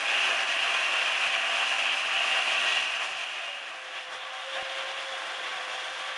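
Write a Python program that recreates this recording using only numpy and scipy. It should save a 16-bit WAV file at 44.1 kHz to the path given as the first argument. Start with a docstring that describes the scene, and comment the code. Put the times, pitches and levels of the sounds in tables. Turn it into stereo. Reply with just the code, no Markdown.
"""A loud, harsh scraping over a motor's whine: a drill spins a wire cup brush on a finned engine block.
Thousands of wire tips scratch the metal and make it ring, and the workshop walls add a short echo.
This slow, loud pass fades away while a faster, quieter pass swells in.
Underneath, the bench rumbles and there are two faint ticks. The sound is mono and thin in the bass."""
import sys
import numpy as np
from scipy import signal
from scipy.fft import rfft, irfft, next_fast_len
from scipy.io import wavfile

SR = 44100
rng = np.random.default_rng(int(sys.argv[2]) if len(sys.argv) > 2 else 0)


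def put_to_file(sound):
    """Save the sound as 16-bit audio at rate SR, in the file named by the first command-line argument."""
    columns = np.atleast_2d(sound).T  # one column per channel
    safe = np.clip(columns, -1, 1)
    whole_steps = np.round(safe * 32767)
    wavfile.write(sys.argv[1], SR, whole_steps.astype(np.int16))


N = 272097

# Loudness of each pass; the first fades as the second swells: t/s, base level/dB, extra fin ring/dB
SLOW_LEVEL = [(0, -28, 2), (.19, -26.5, 0.5), (.44, -26, -2), (.62, -28.5, 2.5), (.88, -26, 0),
              (1.02, -26.5, 2), (1.18, -27.5, 1), (1.3, -27.5, 0.5), (1.46, -28, -2), (1.62, -27.5, 2),
              (1.76, -27.5, -2), (1.92, -27.5, 6), (2.02, -27.5, -0.5), (2.3, -27.5, 2), (2.5, -27, 1),
              (2.76, -27.5, 1), (2.97, -30, -1.5), (3.3, -34.5, 1), (3.7, -39.5, 0)]
FAST_LEVEL = [(3.3, -45, -5), (3.85, -41.5, -2.5), (4.25, -38.5, -0.5), (4.46, -37.5, -1),
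              (4.62, -36.5, 1.5), (5.1, -34.5, -0.5), (5.5, -33.5, -0.5), (5.75, -34.5, -0.5),
              (5.95, -34.5, -1.5), (6.17, -35, 1)]
# The deep part of the sound: t/s, base level of the low scrape/dB, base level of the rumble/dB
LOW_END = [(0, -54, -79), (.6, -56.5, -72.5), (1.4, -59, -77.5), (2.1, -59.5, -78), (2.65, -54, -75),
           (3.05, -63.5, -76.5), (3.5, -64, -91), (4.07, -65, -75), (4.2, -65.5, -77), (4.42, -67, -89),
           (4.55, -61, -89), (4.8, -60, -90), (5.5, -57.5, -79), (5.95, -60.5, -83), (6.17, -61, -73)]


def brush(slow_db, fast_db, bite_db):
    """Two passes overlap; scrape and fin ring wander as the cup tilts and jump when it bites."""
    # Tone colour of the brush in each pass: f/Hz, relative level/dB
    slow_colour = [(88, -73), (150, -33), (215, -27), (310, -17.5), (449, -17), (666, -9), (841, -13),
                   (1060, -9), (1690, -8), (2100, -8), (2470, -1), (2850, -1.5), (3800, -15), (6060, -18.5),
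                   (11000, -28.5)]
    fast_colour = [(88, -64), (150, -25.5), (240, -26.5), (330, -13.5), (441, -12.5), (678, -2), (904, -5),
                   (1420, -2), (1610, -1), (2140, -2.5), (3290, -4), (4470, -12.5), (5850, -15),
                   (11000, -25.5)]
    # The upper fins ring more or less as the cup travels: t/s, boost/dB
    slow_fins = [(0, -13), (.2, 6), (.36, 1), (.48, 0), (1.0, -4), (1.4, 2.5), (1.75, 2), (1.9, 0.5),
                 (2.1, 3.5), (2.28, 2.5), (2.55, 1.5), (2.72, 2), (2.95, 1.5), (3.5, 1)]
    fast_fins = [(3.9, -1.5), (4.35, 0), (4.651, -2), (4.9, 1), (5.15, -3), (5.45, 1), (5.75, -5),
                 (5.95, 0), (6.17, -3)]
    # Added to each pass's base level: scrape/dB, fin ring/dB
    slow_balance = [-6, -3]
    fast_balance = [-4, -4.5]
    # The high hiss: t/s, level/dB
    hiss_levels = [(0.0, -43), (0.27, -40.5), (0.48, -43), (0.51, -39.5), (0.58, -44), (0.62, -41.5),
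                   (1.18, -42.5), (1.2, -41), (1.48, -43.5), (1.53, -41.5), (2.06, -42.5), (2.78, -41),
                   (2.82, -43), (3.01, -46), (3.04, -42.5), (3.14, -47.5), (3.2, -45.5), (3.27, -49),
                   (3.35, -48.5), (3.59, -52.5), (3.92, -54), (3.97, -50.5), (4.09, -55.5), (4.14, -47.5),
                   (4.19, -53.5), (4.48, -50.5), (4.52, -48.5), (6.08, -48), (6.15, -50.5), (6.17, -47)]
    slow_bass, *slow, slow_hiss = scrape(slow_colour, slow_fins, fin_hz=2915, fin_width_hz=260, fast=False)
    fast_bass, *fast, fast_hiss = scrape(fast_colour, fast_fins, fin_hz=3840, fin_width_hz=280, fast=True)
    only_ring = np.c_[[0, 1]]  # the two rows are scrape and fin ring
    slow = slow * from_db(slow_db + np.c_[slow_balance] + only_ring * in_time(SLOW_LEVEL)[1])
    fast = fast * from_db(fast_db + np.c_[fast_balance] + only_ring * in_time(FAST_LEVEL)[1])
    tilt_db = np.array([depth_db * drift(3.6) for depth_db in (.35, .25)])
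    fast_share = 1 / (1 + from_db(slow_db - fast_db) ** 2)
    slow_mix, fast_mix = np.sqrt(1 - fast_share), np.sqrt(fast_share)
    bass = from_db(in_time(LOW_END)[0] + bite_db[0]) * (slow_mix * slow_bass + fast_mix * fast_bass)
    hiss = from_db(in_time(hiss_levels)[0]) * (slow_mix * slow_hiss + fast_mix * fast_hiss)
    return bass + hiss + np.sum((slow + fast) * from_db(tilt_db + bite_db), axis=0)


def scrape(colour, fin_boost, fin_hz, fin_width_hz, fast, flicker_db=.6):
    """Wire clicks ring the block. Returns four flickering bands: bass, scrape, fin ring and hiss."""
    # Notes the block and fins ring at: f/Hz, width/Hz, slow pass boost/dB, fast pass boost/dB
    block_notes = [(200, 25, 4, 5), (232, 30, -4, -3), (382, 14, 7.5, 0), (678, 30, 6, 2.5),
                   (770, 20, 2, 7), (1076, 40, 3, -1.5), (1140, 16, 5, 7), (1574, 50, 3, 2),
                   (1685, 70, 4, 2.5), (1890, 90, 3.5, 0.7), (2130, 81, -4.5, -3), (2550, 110, 2, -2),
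                   (2680, 45, 2, 3), (2810, 70, 3, 1), (2840, 14, 5, 6), (2985, 90, -4.5, -1),
                   (3050, 40, 0, -4), (3100, 100, 3.5, 3), (3300, 50, 0, 2), (3375, 55, 3, 6.5),
                   (3650, 110, 0, 5), (3790, 120, 1, -3), (4060, 100, 3, 1.5), (4980, 210, 3, 2),
                   (5710, 170, 2.5, 3), (6150, 120, 4.5, 2.5), (6620, 90, 4, 3), (7370, 70, 4, 1),
                   (8150, 110, 5, 2.5)]
    # Borders between bass, scrape, fin ring, treble and air: f/Hz
    borders = [500, 2100, 3800, 6800]
    x = bristles()
    for note_hz, width_hz, slow_db, fast_db in block_notes:
        wander = 1 + .35 * drift(4)  # each note comes and goes as the cup moves
        x = ring(x, note_hz, width_hz, (fast_db if fast else slow_db) * wander)
    x = ring(x, fin_hz, fin_width_hz, *in_time(fin_boost))
    size = next_fast_len(N)
    hz = np.maximum(np.arange(size // 2 + 1) * SR / size, 10)
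    colour_hz, colour_db = np.transpose(colour)
    spectrum = rfft(x, size) * from_db(np.interp(np.log(hz), np.log(colour_hz), colour_db))
    above = [1] + [1 / (1 + (edge / hz) ** 10) for edge in borders] + [0]  # share above each border
    bands = []
    for low, high, depth in zip(above, above[1:], [2, 1, 1.5, 1.5, 1.5]):
        band = irfft(spectrum * (low - high), size)[:N]
        bands.append(band * from_db(depth * flicker_db * drift(21)))
    *lower, treble, air = bands
    return np.array([unit_level(band) for band in lower + [treble + air]])


def bristles(tips_per_s=14000, spread_db=2.5, clump_db=.5):
    """Wire tips strike at random, in uneven sizes and small clumps."""
    sizes = from_db(spread_db * np.minimum(rng.exponential(1, N), 4)) * rng.choice([-1, 1], N)
    strikes = rng.random(N) < tips_per_s / SR
    return sizes * strikes * from_db(clump_db * drift(11.6))


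def pass_levels():
    """The base level of the fading pass and of the swelling pass, and the boost of the bites, in dB."""
    # The cup bounces and its bite changes for a moment: t/s, scrape boost/dB, fin ring boost/dB
    bites = [(.2, 1, -1), (.33, 2.5, -1), (.68, 1.5, 2.5), (.77, 3, 1), (.96, 1, 1.5), (1.01, 1, 0.5),
             (1.24, 1, 2.5), (1.36, 1.5, 2.5), (1.62, 2.5, -0.5), (1.88, 1, -0.5), (2.0, -2, -1),
             (2.12, 1.5, 0.5), (2.26, 1, -1), (2.37, 1, -1), (2.66, 1.5, -1), (2.74, 0, -1), (3.04, 2.5, 3),
             (3.22, 2, 3.5), (3.37, 2, 2.5), (3.97, 5.5, 7), (4.135, 6, 0), (4.57, 5, 4.5), (4.8, 1.5, 3),
             (5.44, 1, 0.5)]
    t = np.arange(N) / SR
    fade_db_per_s, bite_half_s = 19, .03
    slow_db = in_time(SLOW_LEVEL)[0] - fade_db_per_s * np.maximum(t - SLOW_LEVEL[-1][0], 0)
    fast_db = in_time(FAST_LEVEL)[0] + swell_in(FAST_LEVEL[0][0])
    bite_db = sum(np.c_[db] * np.exp(-((t - at_s) / bite_half_s) ** 2) for at_s, *db in bites)
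    return slow_db, fast_db, bite_db


def hard_bite(x, at_s=2.69, half_s=.11):
    """One long, hard bite makes a few of the metal's notes sing out."""
    # Notes changed by the bite: f/Hz, width/Hz, boost/dB
    singing = [(1918, 30, 7), (2050, 150, -5), (2840, 30, 4), (3385, 50, 6), (3740, 70, 7), (4000, 40, 7)]
    strength = np.exp(-((np.arange(N) / SR - at_s) / half_s) ** 4)
    for hz, width_hz, boost_db in singing:
        x = ring(x, hz, width_hz, boost_db * strength)
    return x


def ring(x, hz, width_hz, boost_db):
    """The metal rings at one note: a narrow band of the sound is turned up or down over time."""
    poles = peak(hz, width_hz, np.mean(boost_db))[1]
    k = poles[0] - 1
    band = signal.lfilter([k, 0, -k], poles, x)
    return x + (from_db(boost_db) - 1) * band


def slow_motor(base_db):
    """In the slow pass the motor sounds at 1, 3 and 6 times its turning speed."""
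    # The motor's speed and the swell of its tones: t/s, turning speed/Hz, boost/dB
    running = [(0, 270, 3), (.17, 267, 3), (.27, 260, 1), (.4, 259.3, 0), (.52, 259, -6), (.66, 262, -1),
               (.74, 263, 0), (.82, 257, -7), (1.0, 256.1, -2), (1.4, 257.5, 1), (1.85, 260, 3),
               (2.0, 260.5, -1), (2.07, 260.5, -8), (2.14, 260.5, 2), (2.6, 255, 1), (2.78, 254.5, 0),
               (2.88, 255.4, -8), (3.0, 257, -3), (3.7, 255, -3)]
    # Added to the base level for each of the three tones: level/dB
    balance = [-37.5, -18, -27.5]
    hz, swell_db = in_time(running)
    levels_db = base_db + swell_db + np.c_[balance]
    return motor(hz, [1, 3, 6], levels_db, flutter_db=2.2, lowest_flutter_db=1.5)


def fast_motor(base_db, gear_ratio=2.165):
    """In the fast pass the motor whines at 1, 2 and 3 times its turning speed, and a gear adds a tone."""
    # The motor's whine: t/s, turning speed/Hz, level of tone 1/dB, level of tone 2/dB
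    running = [(3.4, 590, -60, -70), (3.56, 562, -53, -68), (3.72, 526.4, -58, -66),
               (3.98, 513.4, -54, -56), (4.15, 519, -54, -58), (4.36, 529.4, -51, -53),
               (4.5, 536, -43.5, -57), (4.66, 534.7, -45, -52.5), (5.06, 536.5, -44.5, -50.5),
               (5.3, 526, -51, -52), (5.45, 520, -53, -53.5), (5.53, 516, -58, -58), (5.64, 514, -51, -56),
               (5.84, 518, -53, -55), (5.92, 526, -54, -51), (6.17, 528, -49, -48.5)]
    # Added to the base level: gear tone/dB, tone 3/dB
    balance = [-17.5, -22]
    hz, *whine_db = in_time(running)
    whine_db = whine_db + swell_in(running[0][0])
    upper_db = base_db + np.c_[balance]
    return motor(hz, [1, 2, gear_ratio, 3], [*whine_db, *upper_db], flutter_db=3, lowest_flutter_db=2.8)


def motor(hz, multiples, levels_db, flutter_db, lowest_flutter_db, wobble=.003):
    """Pure tones at multiples of the turning speed, which wobbles as the wires catch."""
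    turns = np.cumsum(hz * (1 + wobble * drift(23.4))) / SR
    depths_db = [lowest_flutter_db] + [flutter_db] * (len(multiples) - 1)
    gains = [from_db(db + depth * drift(8.9)) for db, depth in zip(levels_db, depths_db)]
    return np.sqrt(2) * sum(gain * np.sin(2 * np.pi * k * turns) for k, gain in zip(multiples, gains))


def rumble(jolts_per_s=50, wander_db=3.5):
    """Low jolts travel through the bench as the cup bounces, over an uneven shake."""
    jolts = (rng.random(N) < jolts_per_s / SR) * rng.uniform(-1, 1, N)
    push = unit_level(jolts) + .43 * rng.standard_normal(N)
    shake = signal.sosfilt(signal.butter(2, [85, 210], "band", fs=SR, output="sos"), push)
    return from_db(in_time(LOW_END)[1] + wander_db * drift(6)) * unit_level(shake)


def ticks(half_s=.00027):
    """Two faint, dull ticks, each one short rounded dip in the wave."""
    # The ticks: t/s, peak level/dB
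    moments = [(2.624, -46), (4.627, -33.5)]
    t = np.arange(N) / SR
    return -sum(from_db(db) * np.exp(-((t - at_s) / half_s) ** 2) for at_s, db in moments)


def workshop(x, echo_s=.25, echo_db=-13):
    """The wooden walls add a short, dying echo; the overall level stays the same."""
    t = np.arange(SR // 2) / SR
    tail = rng.standard_normal(len(t)) * from_db(-60 * t / echo_s) * (t > .004)
    echo = signal.fftconvolve(x, tail / np.linalg.norm(tail))[:N]
    gain = from_db(echo_db)
    return (x + gain * echo) / np.sqrt(1 + gain ** 2)


def swell_in(until_s, db_per_s=33):
    """A level in dB that climbs steadily to 0 and stays there."""
    return -db_per_s * np.maximum(until_s - np.arange(N) / SR, 0)


def drift(rate_hz):
    """Smoothed noise that wanders by about 1 either way; a higher rate wanders faster."""
    step, warm_up = 40, 2000
    r = np.exp(-2 * np.pi * step * rate_hz / SR)
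    noise = rng.standard_normal(N // step + warm_up + 2)
    smooth = signal.lfilter([1], [1, -2 * r, r * r], noise)[warm_up:]
    return np.interp(np.arange(N) / step, np.arange(len(smooth)), unit_level(smooth))


def peak(hz, width_hz, boost_db):
    """A filter that turns one narrow band up or down."""
    gain, angle = from_db(boost_db / 2), 2 * np.pi * hz / SR
    k = np.sin(angle) * width_hz / hz / 2
    middle = -2 * np.cos(angle)
    return [1 + k * gain, middle, 1 - k * gain], [1 + k / gain, middle, 1 - k / gain]


def in_time(rows):
    """Join a table's points with straight lines: one curve for each column after the time."""
    times, *columns = np.transpose(rows)
    return [np.interp(np.arange(N) / SR, times, column) for column in columns]


def from_db(db):
    """Turn decibels into a number to multiply by."""
    return 10 ** (np.asarray(db) / 20)


def unit_level(x):
    """Scale a signal to an average power of 1."""
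    return x / np.sqrt(np.mean(x ** 2) + 1e-20)


def scene():
    """Brush, motor, rumble and two faint, dull ticks are mixed into one mono sound."""
    slow_db, fast_db, bite_db = pass_levels()
    whine = slow_motor(slow_db) + fast_motor(fast_db + bite_db[0])
    scraping = hard_bite(brush(slow_db, fast_db, bite_db))
    mono = workshop(scraping) + whine + rumble() + ticks()
    return np.array([mono, mono])


def record(dry, cutoff_hz=11030):
    """The treble has a narrow dip near 7.9 kHz, and the highest sounds are cut off steeply."""
    dipped = signal.lfilter(*peak(hz=7855, width_hz=85, boost_db=-15), dry)
    return signal.sosfilt(signal.ellip(11, .3, 70, cutoff_hz, fs=SR, output="sos"), dipped)


dry = scene()
out = record(dry)
put_to_file(out)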